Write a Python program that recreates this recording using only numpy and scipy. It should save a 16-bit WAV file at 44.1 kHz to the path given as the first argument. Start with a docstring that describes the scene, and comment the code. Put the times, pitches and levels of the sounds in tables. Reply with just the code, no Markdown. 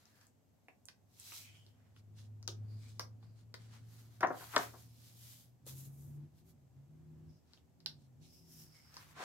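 """A small room, close to a large book whose thick pages are picked at the corner, turned and smoothed.
Skin hisses over the paper, the corner snaps off a fingernail and the lifted sheet buckles and booms.
Snaps and booms ring briefly in the room, over a bed of room tone and a thin electric whine.
Outside an engine pulls away and changes gear, heard dull through the wall."""
import sys
import numpy as np
from scipy import signal
from scipy.fft import rfft, irfft, next_fast_len
from scipy.io import wavfile
from scipy.ndimage import map_coordinates

SR = 44100
rng = np.random.default_rng(int(sys.argv[2]) if len(sys.argv) > 2 else 0)


def materialize(psi):
    """Save the field psi as 16-bit PCM at rate SR to the path in sys.argv[1].

    A 1-D psi becomes a single channel; in a 2-D psi each row is a channel.
    """
    bounded = np.clip(np.atleast_2d(psi).T, -1, 1)
    quanta = np.round(bounded * 32767).astype(np.int16)
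    wavfile.write(sys.argv[1], SR, quanta)


N = 407472


def amp(db):
    """dB to gain."""
    return 10 ** (np.asarray(db) / 20)


def unit_rms(x):
    return x / np.sqrt(np.mean(x ** 2) + 1e-20)


def unit_peak(x):
    return x / np.abs(x).max()


def curve_at(points, hz):
    """Reads (freq_hz, value) points on a log frequency axis."""
    freqs, values = np.transpose(points)
    return np.interp(np.log(hz + 1), np.log(freqs + 1), values)


def automation(points):
    """Draws (time_s, value) points as one value per sample."""
    return np.interp(np.arange(N) / SR, *np.transpose(points))


def wobble(rate):
    """A smooth random curve, rate knots a second."""
    knots = rng.standard_normal(int(N * rate / SR) + 4)
    return map_coordinates(knots, [np.arange(N) * rate / SR])


def filtered(x, response):
    """EQs x with a complex response of frequency."""
    size = next_fast_len(x.shape[-1] + 8192)
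    return irfft(rfft(x, size) * response(np.fft.rfftfreq(size, 1 / SR)), size)[..., :x.shape[-1]]


def band(f, centre_hz, width_hz):
    """The response of one resonance."""
    return 1j * f * width_hz / (centre_hz ** 2 - f ** 2 + 1j * f * width_hz)


def resonances(peaks):
    """The response of (pitch_hz, width_hz, level_db) resonances, summed in alternating polarity."""
    return lambda f: sum((-1) ** k * amp(db) * band(f, hz, width)
                         for k, (hz, width, db) in enumerate(peaks))


# How alike left and right are: freq_hz, correlation
STEREO_LIKENESS = [(60, 0.38), (300, 0.45), (1500, 0.18), (8000, 0.041)]
def stereo_noise(colour, n):
    """Coloured noise of rms 1, partly alike in the bass and wide in the treble."""
    def mid_side(f):
        angle = np.arccos(curve_at(STEREO_LIKENESS, f)) / 2
        return colour(f) * [np.cos(angle), np.sin(angle)]
    mid, side = filtered(rng.standard_normal((2, n)), mid_side)
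    return unit_rms(np.array([mid + side, mid - side]))


# EQ of the still room: freq_hz, gain_db
ROOM_TONE_EQ = [(21, -40), (35, -25.5), (76, -10), (108, -2.5), (176, -12), (245, -4.5), (334, -16),
                (720, -16.5), (1230, -28), (3910, -34.5), (7810, -32), (9340, -40), (13000, -33),
                (16000, -43)]
def room_tone(level_db=-73):
    """A steady, bass-heavy bed of air."""
    return amp(level_db) * stereo_noise(lambda f: amp(curve_at(ROOM_TONE_EQ, f)), N)


def electric_whine(pitch_hz=6342, level_db=-103):
    """A faint, thin tone whose level drifts."""
    return amp(level_db + 3 * wobble(2)) * np.sin(2 * np.pi * pitch_hz * np.arange(N) / SR)


# EQ of skin sliding on paper: freq_hz, gain_db
SKIN_HISS_EQ = [(2000, -31), (4500, -17), (6500, -4), (9000, -6), (13000, 0), (16000, -9)]
def stroke_noise(rustle_db, cup_hz, hiss_db, flex_db):
    """Skin on paper: a rustle coloured by the hollow under the hand, a fine hiss and a low flexing."""
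    cup_gain = amp(13) if cup_hz > 500 else 0
    grip_db = 2.2 * rng.standard_normal(80)  # each grip has its own small resonances, on a 200 Hz grid

    def power(f):
        hollow = band(f, 4410, 5000) ** 2 + amp(-14) * band(f, 6500, 3000)  # the flat hand
        if cup_gain:
            hollow += cup_gain * band(f, cup_hz, .16 * cup_hz) ** 2
        grip = amp(np.interp(f / 200, np.arange(len(grip_db)), grip_db))
        rustle = amp(rustle_db) * unit_rms(abs(hollow) * grip)
        hiss = amp(hiss_db) * unit_rms(amp(curve_at(SKIN_HISS_EQ, f)))
        flex = amp(flex_db) * unit_rms(abs(band(f, 1300, 2000)) ** 2)
        return rustle ** 2 + hiss ** 2 + flex ** 2

    level = np.sqrt(np.mean(power(np.linspace(0, SR / 2, 400))))
    return level * stereo_noise(lambda f: np.sqrt(power(f)), round(.8 * SR))


# Hand moves on the page; a cup_hz of 500 or less is a flat hand:
# peak_s, rise_s, fall_s, rustle_db, cup_hz, hiss_db, flex_db
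HAND_STROKES = [(.06, 0.32, 0.12, -75.5, 0, -81, -77), (.22, 0.23, 0.088, -74.5, 1698, -79, -77),
                (1.355, .2, 0.13, -54.5, 0, -55.5, -69.5), (1.48, 0.26, 0.13, -65, 2400, -87, -87),
                (1.55, 0.3, 0.2, -69, 3202, -83, -81), (1.69, 0.058, 0.041, -84, 2, -85, -84.5),
                (1.85, 0.15, 0.13, -86, 1842, -95, -80), (1.988, 0.048, 0.029, -74, 0, -97, -90),
                (2.2, 0.05, 0.081, -66, 0, -82, -76), (2.73, 0.094, 0.14, -74, 4598, -82, -80),
                (2.86, 0.075, 0.061, -71, 2320, -97, -78), (2.86, 0.12, .18, -68.5, 0, -83, -82),
                (3.24, 0.036, .12, -77.5, 4600, -100, -81), (3.39, .049, 0.061, -74, 0, -93, -80),
                (3.62, 0.069, 0.38, -73.5, 0, -96, -76.5), (3.75, 0.052, 0.06, -67, 0, -79, -65.5),
                (3.97, 0.12, 0.14, -69, 0, -68, -74), (4.12, 0.17, 0.24, -75, 0, -77, -78),
                (4.43, 0.13, 0.14, -60.5, 0, -58, -61.5), (4.6, 0.11, 0.11, -55.5, 0, -52.5, -50),
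                (4.8, 0.3, 0.1, -67.5, 2, -66.5, -74.5), (4.93, .15, 0.49, -72, -3, -72.5, -86),
                (5.08, 0.12, 0.083, -68, -1.5, -70.5, -80.5), (5.32, 0.31, .17, -64, -0.5, -61, -78.5),
                (5.68, 0.023, 0.089, -58.5, -0.5, -54, -68), (5.8, .1, 0.11, -65.5, 0, -55.5, -78),
                (6.05, .22, 0.15, -80.5, 0.5, -67, -93), (6.39, 0.066, 0.047, -77.5, 0, -78, -89),
                (6.5, 0.066, 0.038, -78, 1, -72, -87), (7.322, 0.074, .13, -79.5, 5254, -98, -93),
                (7.55, 0.11, 0.068, -75.5, -0.5, -96.5, -80.5), (8.04, 0.11, 0.057, -79.5, -0.5, -110, -99),
                (8.24, 0.033, 0.096, -68.5, 0, -100, -91), (8.361, .14, 0.22, -69, 5263.5, -72, -96),
                (8.571, 0.11, 0.14, -65, 5333.5, -63, -81), (8.75, 0.21, 0.33, -70.5, 5090.5, -76.5, -79),
                (8.76, 0.033, 0.12, -70.5, 2131, -88, -91.5), (8.88, 0.072, 0.16, -79, 5128, -93, -77),
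                (9.0, 0.11, 0.096, -67.5, 6, -67.5, -62.5), (9.111, 0.11, 0.046, -71.5, 0, -72, -68),
                (9.24, 0.087, .096, -56, 0, -100, -48.5)]
def hand_strokes():
    """Skin drags over the paper's tooth, swelling and fading with the pressure of the hand."""
    out = np.zeros((2, N + 2 * SR))
    for peak_s, rise_s, fall_s, rustle_db, cup_hz, hiss_db, flex_db in HAND_STROKES:
        friction = stroke_noise(rustle_db, cup_hz, hiss_db, flex_db)
        half = friction.shape[1] // 2
        t = np.arange(-half, half) / SR
        pressure = np.exp(-2.2 * (t / np.where(t < 0, rise_s, fall_s)) ** 2)
        centre = SR + round(peak_s * SR)
        out[:, centre - half:centre + half] += pressure * friction
    drag = amp(1.2 * wobble(30))  # the finger sticks and slips unevenly
    tooth = amp(2.1 * np.array([wobble(1400), wobble(1500)]))  # fibres catch one by one
    return out[:, SR:SR + N] * drag * tooth


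# Reverb time of the small room: freq_hz, t60_s
ROOM_DECAY = [(200, 0.4), (1000, 0.22), (4000, 0.17), (12000, 0.19)]
def room_tail(length_s=.22):
    """A fresh stereo tail of energy about 1 a side; each frequency dies at its own speed."""
    hz, t, spectrum = signal.stft(rng.standard_normal((2, round(length_s * SR))), SR, nperseg=128)
    decay = amp(-60 * t / curve_at(ROOM_DECAY, hz)[:, None])
    _, tail = signal.istft(spectrum * decay, SR, nperseg=128)
    return tail / np.linalg.norm(tail[0])


def place(out, start_s, dry, pan_db, wet_db):
    """Mixes a sound in with its own room tail; positive pan_db leans left."""
    predelay, left_lag = 120, 4  # samples; the left microphone is farther from the book's edge
    sound = amp(wet_db) * signal.fftconvolve(np.pad(dry, (predelay, 0))[None], room_tail(), axes=1)
    sound[0, left_lag:left_lag + len(dry)] += dry * amp(pan_db / 2)
    sound[1, :len(dry)] += dry * amp(-pan_db / 2)
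    out[:, round(start_s * SR):][:, :sound.shape[1]] += sound


# The page corner flicking off a nail; thud_db is relative to the click:
# start_s, level_db, pitch_hz, thud_db, thud_hz, pan_db
CORNER_SNAPS = [(.0553, -52, 5450, -14, 1630, 10), (.2126, -54, 5640, -9, 1560, 4),
                (.2686, -49.5, 7060, -24, 760, 1), (.6837, -45.5, 2210, -4, 710, 0),
                (.8553, -39.5, 8000, -40, 384, -9.5), (.8858, -38, 5150, -6, 2300, -8),
                (1.1992, -37, 7600, -36, 406, 1), (1.32, -43.5, 2500, -3.5, 1320, 2),
                (1.6650, -50, 4370, -15.5, 412, 4), (1.9635, -56.5, 3080, -0.5, 1520, 2),
                (2.4278, -44.5, 5400, -14.5, 1170, 7), (2.4773, -23, 5440, -19.5, 1200, 11.5),
                (2.4874, -33.5, 3660, -11, 343, 0), (2.9955, -23, 5150, -11, 1380, 3),
                (3.2285, -60.5, 3805, 2, 920, 1), (3.5413, -34, 4570, -6, 1630, 5),
                (4.2077, -38.5, 5450, 3, 1113, -3.5), (4.2716, -40, 5700, -24.5, 1060, -.5),
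                (4.5802, -27, 6400, -15, 1000, 8.5), (5.666, -41.5, 9100, -10, 450, 4),
                (7.5345, -47.5, 4360, -12, 1810, 8), (7.5754, -56.5, 3250, -14, 476, 7),
                (7.8036, -51.5, 4800, -15.5, 2400, 4.5), (7.8610, -21, 4320, -21.5, 1750, -8),
                (8.9425, -43, 5340, -16, 1435, 6), (8.9680, -35, 4960, -9.5, 1350, 2)]
def corner_snaps():
    """The edge lets go: a click a few cycles long, a wide crack, a fizz on top and a thud in the sheet."""
    out = np.zeros((2, N + SR))
    t = np.arange(SR // 20) / SR
    for start_s, level_db, pitch_hz, thud_db, thud_hz, pan_db in CORNER_SNAPS:
        fizz_db = -19 + 10 * np.log2(pitch_hz / 5000)  # higher snaps fizz more
        noise = rng.standard_normal((3, len(t)))
        click = np.sin(2 * np.pi * pitch_hz * t) * np.exp(-((t * pitch_hz - 3) / 1.3) ** 2)
        crack = filtered(noise[0] * amp(-60 * t / .016), lambda f: band(f, pitch_hz, .8 * pitch_hz) ** 2)
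        fizz = filtered(noise[1] * amp(-60 * t / .00817), lambda f: band(f, 12500, 7000) ** 2)
        body = resonances([(thud_hz, .57 * thud_hz, 0), (300, 220, -3)])
        thud = filtered(noise[2] * amp(-60 * t / .035), body)
        snap = click + .2 * unit_peak(crack) + amp(fizz_db) * unit_peak(fizz)
        snap += amp(thud_db) * unit_peak(thud)
        place(out, start_s - .0003, amp(level_db) * snap, pan_db, wet_db=-2.5)
    return out[:, :N]


# The engine's revs: time_s, firing_hz
ENGINE_REVS = [(0, 99), (1.5, 103.2), (2.65, 106.2), (3.6, 111.8), (5.2, 117.4), (5.5, 120.7),
               (5.62, 129.5), (6.28, 148), (6.4, 148.9), (6.49, 172), (6.6, 137.2), (6.72, 130.8),
               (6.84, 139.7), (6.95, 155.7), (7.31, 156.6), (7.41, 163.9), (7.77, 168.6), (7.9, 153.8),
               (8.15, 122.8), (8.24, 163.1), (8.44, 165.5), (8.7, 151.5), (9.24, 145.8)]
# Fader ride of the firing tone, up under throttle and down at each gear change: time_s, level_db
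ENGINE_THROTTLE = [(0, -83.5), (.9, -80), (1.16, -73.5), (1.52, -63.5), (1.83, -68.5), (2.21, -53),
                   (2.42, -54.5), (2.64, -44.5), (2.88, -52), (3.55, -59.5), (3.78, -54), (4.3, -60),
                   (5.17, -61), (5.46, -65.5), (5.58, -72.5), (5.74, -51), (5.89, -51), (5.97, -56.5),
                   (6.05, -50), (6.25, -50.5), (6.31, -69), (6.48, -67.5), (6.72, -70.5), (6.77, -55.5),
                   (6.84, -65.5), (6.95, -62), (7.18, -55.5), (7.31, -57.5), (7.41, -80), (7.77, -78),
                   (7.9, -61), (8.16, -64.5), (8.23, -60), (8.31, -71), (8.64, -62), (8.77, -76.5),
                   (9.08, -68.5), (9.24, -68)]
# Balance of the shaft orders as the revs climb: firing_multiple, level_db, rise_db_per_octave
SHAFT_ORDERS = [(1.64, -3, 25), (2, 0, 0), (2.25, -5, 25)]
# EQ of the rumble through the wall: freq_hz, gain_db
RUMBLE_EQ = [(25, -55), (50, -19), (82, -6), (110, -2), (180, -10), (400, -61.5)]
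def engine_outside(cruise_hz=120, cruise_db=-60):
    """A nearly clean firing tone, unsteady shaft orders and a rumble; the wall booms at its own notes."""
    firing_hz, tone_db = automation(ENGINE_REVS), automation(ENGINE_THROTTLE)
    load_db = tone_db - cruise_db
    octaves = np.log2(firing_hz / cruise_hz)
    upper_db = -77.5 + .7 * load_db + 5.5 * octaves
    rumble_db = -66.5 + .46 * load_db + 6.5 * octaves
    boom_db = rumble_db - 8 + 9.3 * octaves  # speed stirs the wall's lowest note
    phase = 2 * np.pi * np.cumsum(firing_hz) / SR
    tone = np.sqrt(2) * amp(tone_db + 1.3 * wobble(21)) * np.sin(phase + .027 * wobble(9))
    orders = np.zeros((2, N))
    for multiple, level_db, rise_db in SHAFT_ORDERS:
        for side, offset_rad in enumerate((0, .4)):
            gain = amp(level_db + rise_db * octaves + 1.2 * wobble(13))
            orders[side] += gain * np.sin(multiple * (phase + offset_rad) + .39 * wobble(14))
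    wall_roar = stereo_noise(resonances([(224, 25, 0), (257, 25, -2), (330, 90, -10)]), N)
    upper = amp(upper_db) * (1.1 * unit_rms(orders) + 1.4 * wall_roar)
    rumble = amp(rumble_db) * stereo_noise(lambda f: amp(curve_at(RUMBLE_EQ, f)), N)
    wall_boom = amp(boom_db) * unit_rms(filtered(rng.standard_normal(N), lambda f: band(f, 80, 4.5)))
    return tone * amp([[.3], [-.3]]) + upper + rumble + wall_boom


# Body notes of the loose sheet: pitch_hz, width_hz, level_db
SHEET_MODES = [(343, 240, -9.5), (727, 67, 1.5), (1004, 150, 0.5), (1634, 542, -2.5)]
# The lifted page popping; stiffness_hz rolls off the boom's top, bright_db is relative to the boom:
# start_s, level_db, stiffness_hz, bright_db, length_s
SHEET_BUCKLES = [(4.205, -36.5, 1797, -27, 0.028), (4.229, -17, 2240, -30, .012),
                 (4.241, -18, 1998, -41, 0.012), (4.254, -32.5, 1316, -36, 0.024),
                 (4.302, -30, 810, -37, 0.017), (4.328, -40.5, 1212, -20, .03),
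                 (4.399, -45, 2204, -18, .04), (4.533, -34, 2004, -21.5, .037),
                 (4.563, -17.5, 2224, -2, .011), (4.575, -24, 1600, -23, .01),
                 (4.588, -31, 1100, -25, 0.021), (4.732, -49, 900, -23, 0.029),
                 (9.16, -47.5, 1800, -22, 0.043), (9.189, -40.5, 1120, -25, 0.051)]
def sheet_buckles(low_cut_hz=130):
    """The bent sheet flips its curve in a run of uneven jolts that ring its low resonances."""
    out = np.zeros((2, N + SR))
    t = np.arange(SR // 8) / SR
    for start_s, level_db, stiffness_hz, bright_db, length_s in SHEET_BUCKLES:
        def body(f):
            low_cut = 1j * f / (low_cut_hz + 1j * f)  # a loose sheet radiates little bass
            return resonances(SHEET_MODES)(f) * low_cut / (1 + 1j * f / stiffness_hz) ** 3
        attack_s = 8 * length_s ** 2 + .00078
        envelope = (1 - np.exp(-t / attack_s)) * np.exp(-(t / length_s) ** 1.74)
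        jolts = envelope * rng.standard_normal(len(t)) * amp(1.8 * rng.standard_normal(len(t)))
        boom = filtered(jolts, body)
        edge = filtered(jolts * amp(-60 * t / .021), lambda f: band(f, 3300, 3000) ** 2)
        buckle = unit_peak(boom) + amp(bright_db) * unit_peak(edge)
        place(out, start_s - .001, amp(level_db) * buckle, pan_db=4, wet_db=-7.5)
    return out[:, :N]


def scene():
    """Paper up close, the engine far off, room tone and whine under it all."""
    bed = room_tone() + electric_whine()
    paper = corner_snaps() + sheet_buckles() + hand_strokes()
    return bed + paper + engine_outside()


def record(dry):
    """A brick-wall high cut on the whole mix."""
    return filtered(dry, lambda hz: hz < 15830)


dry = scene()
out = record(dry)
materialize(out)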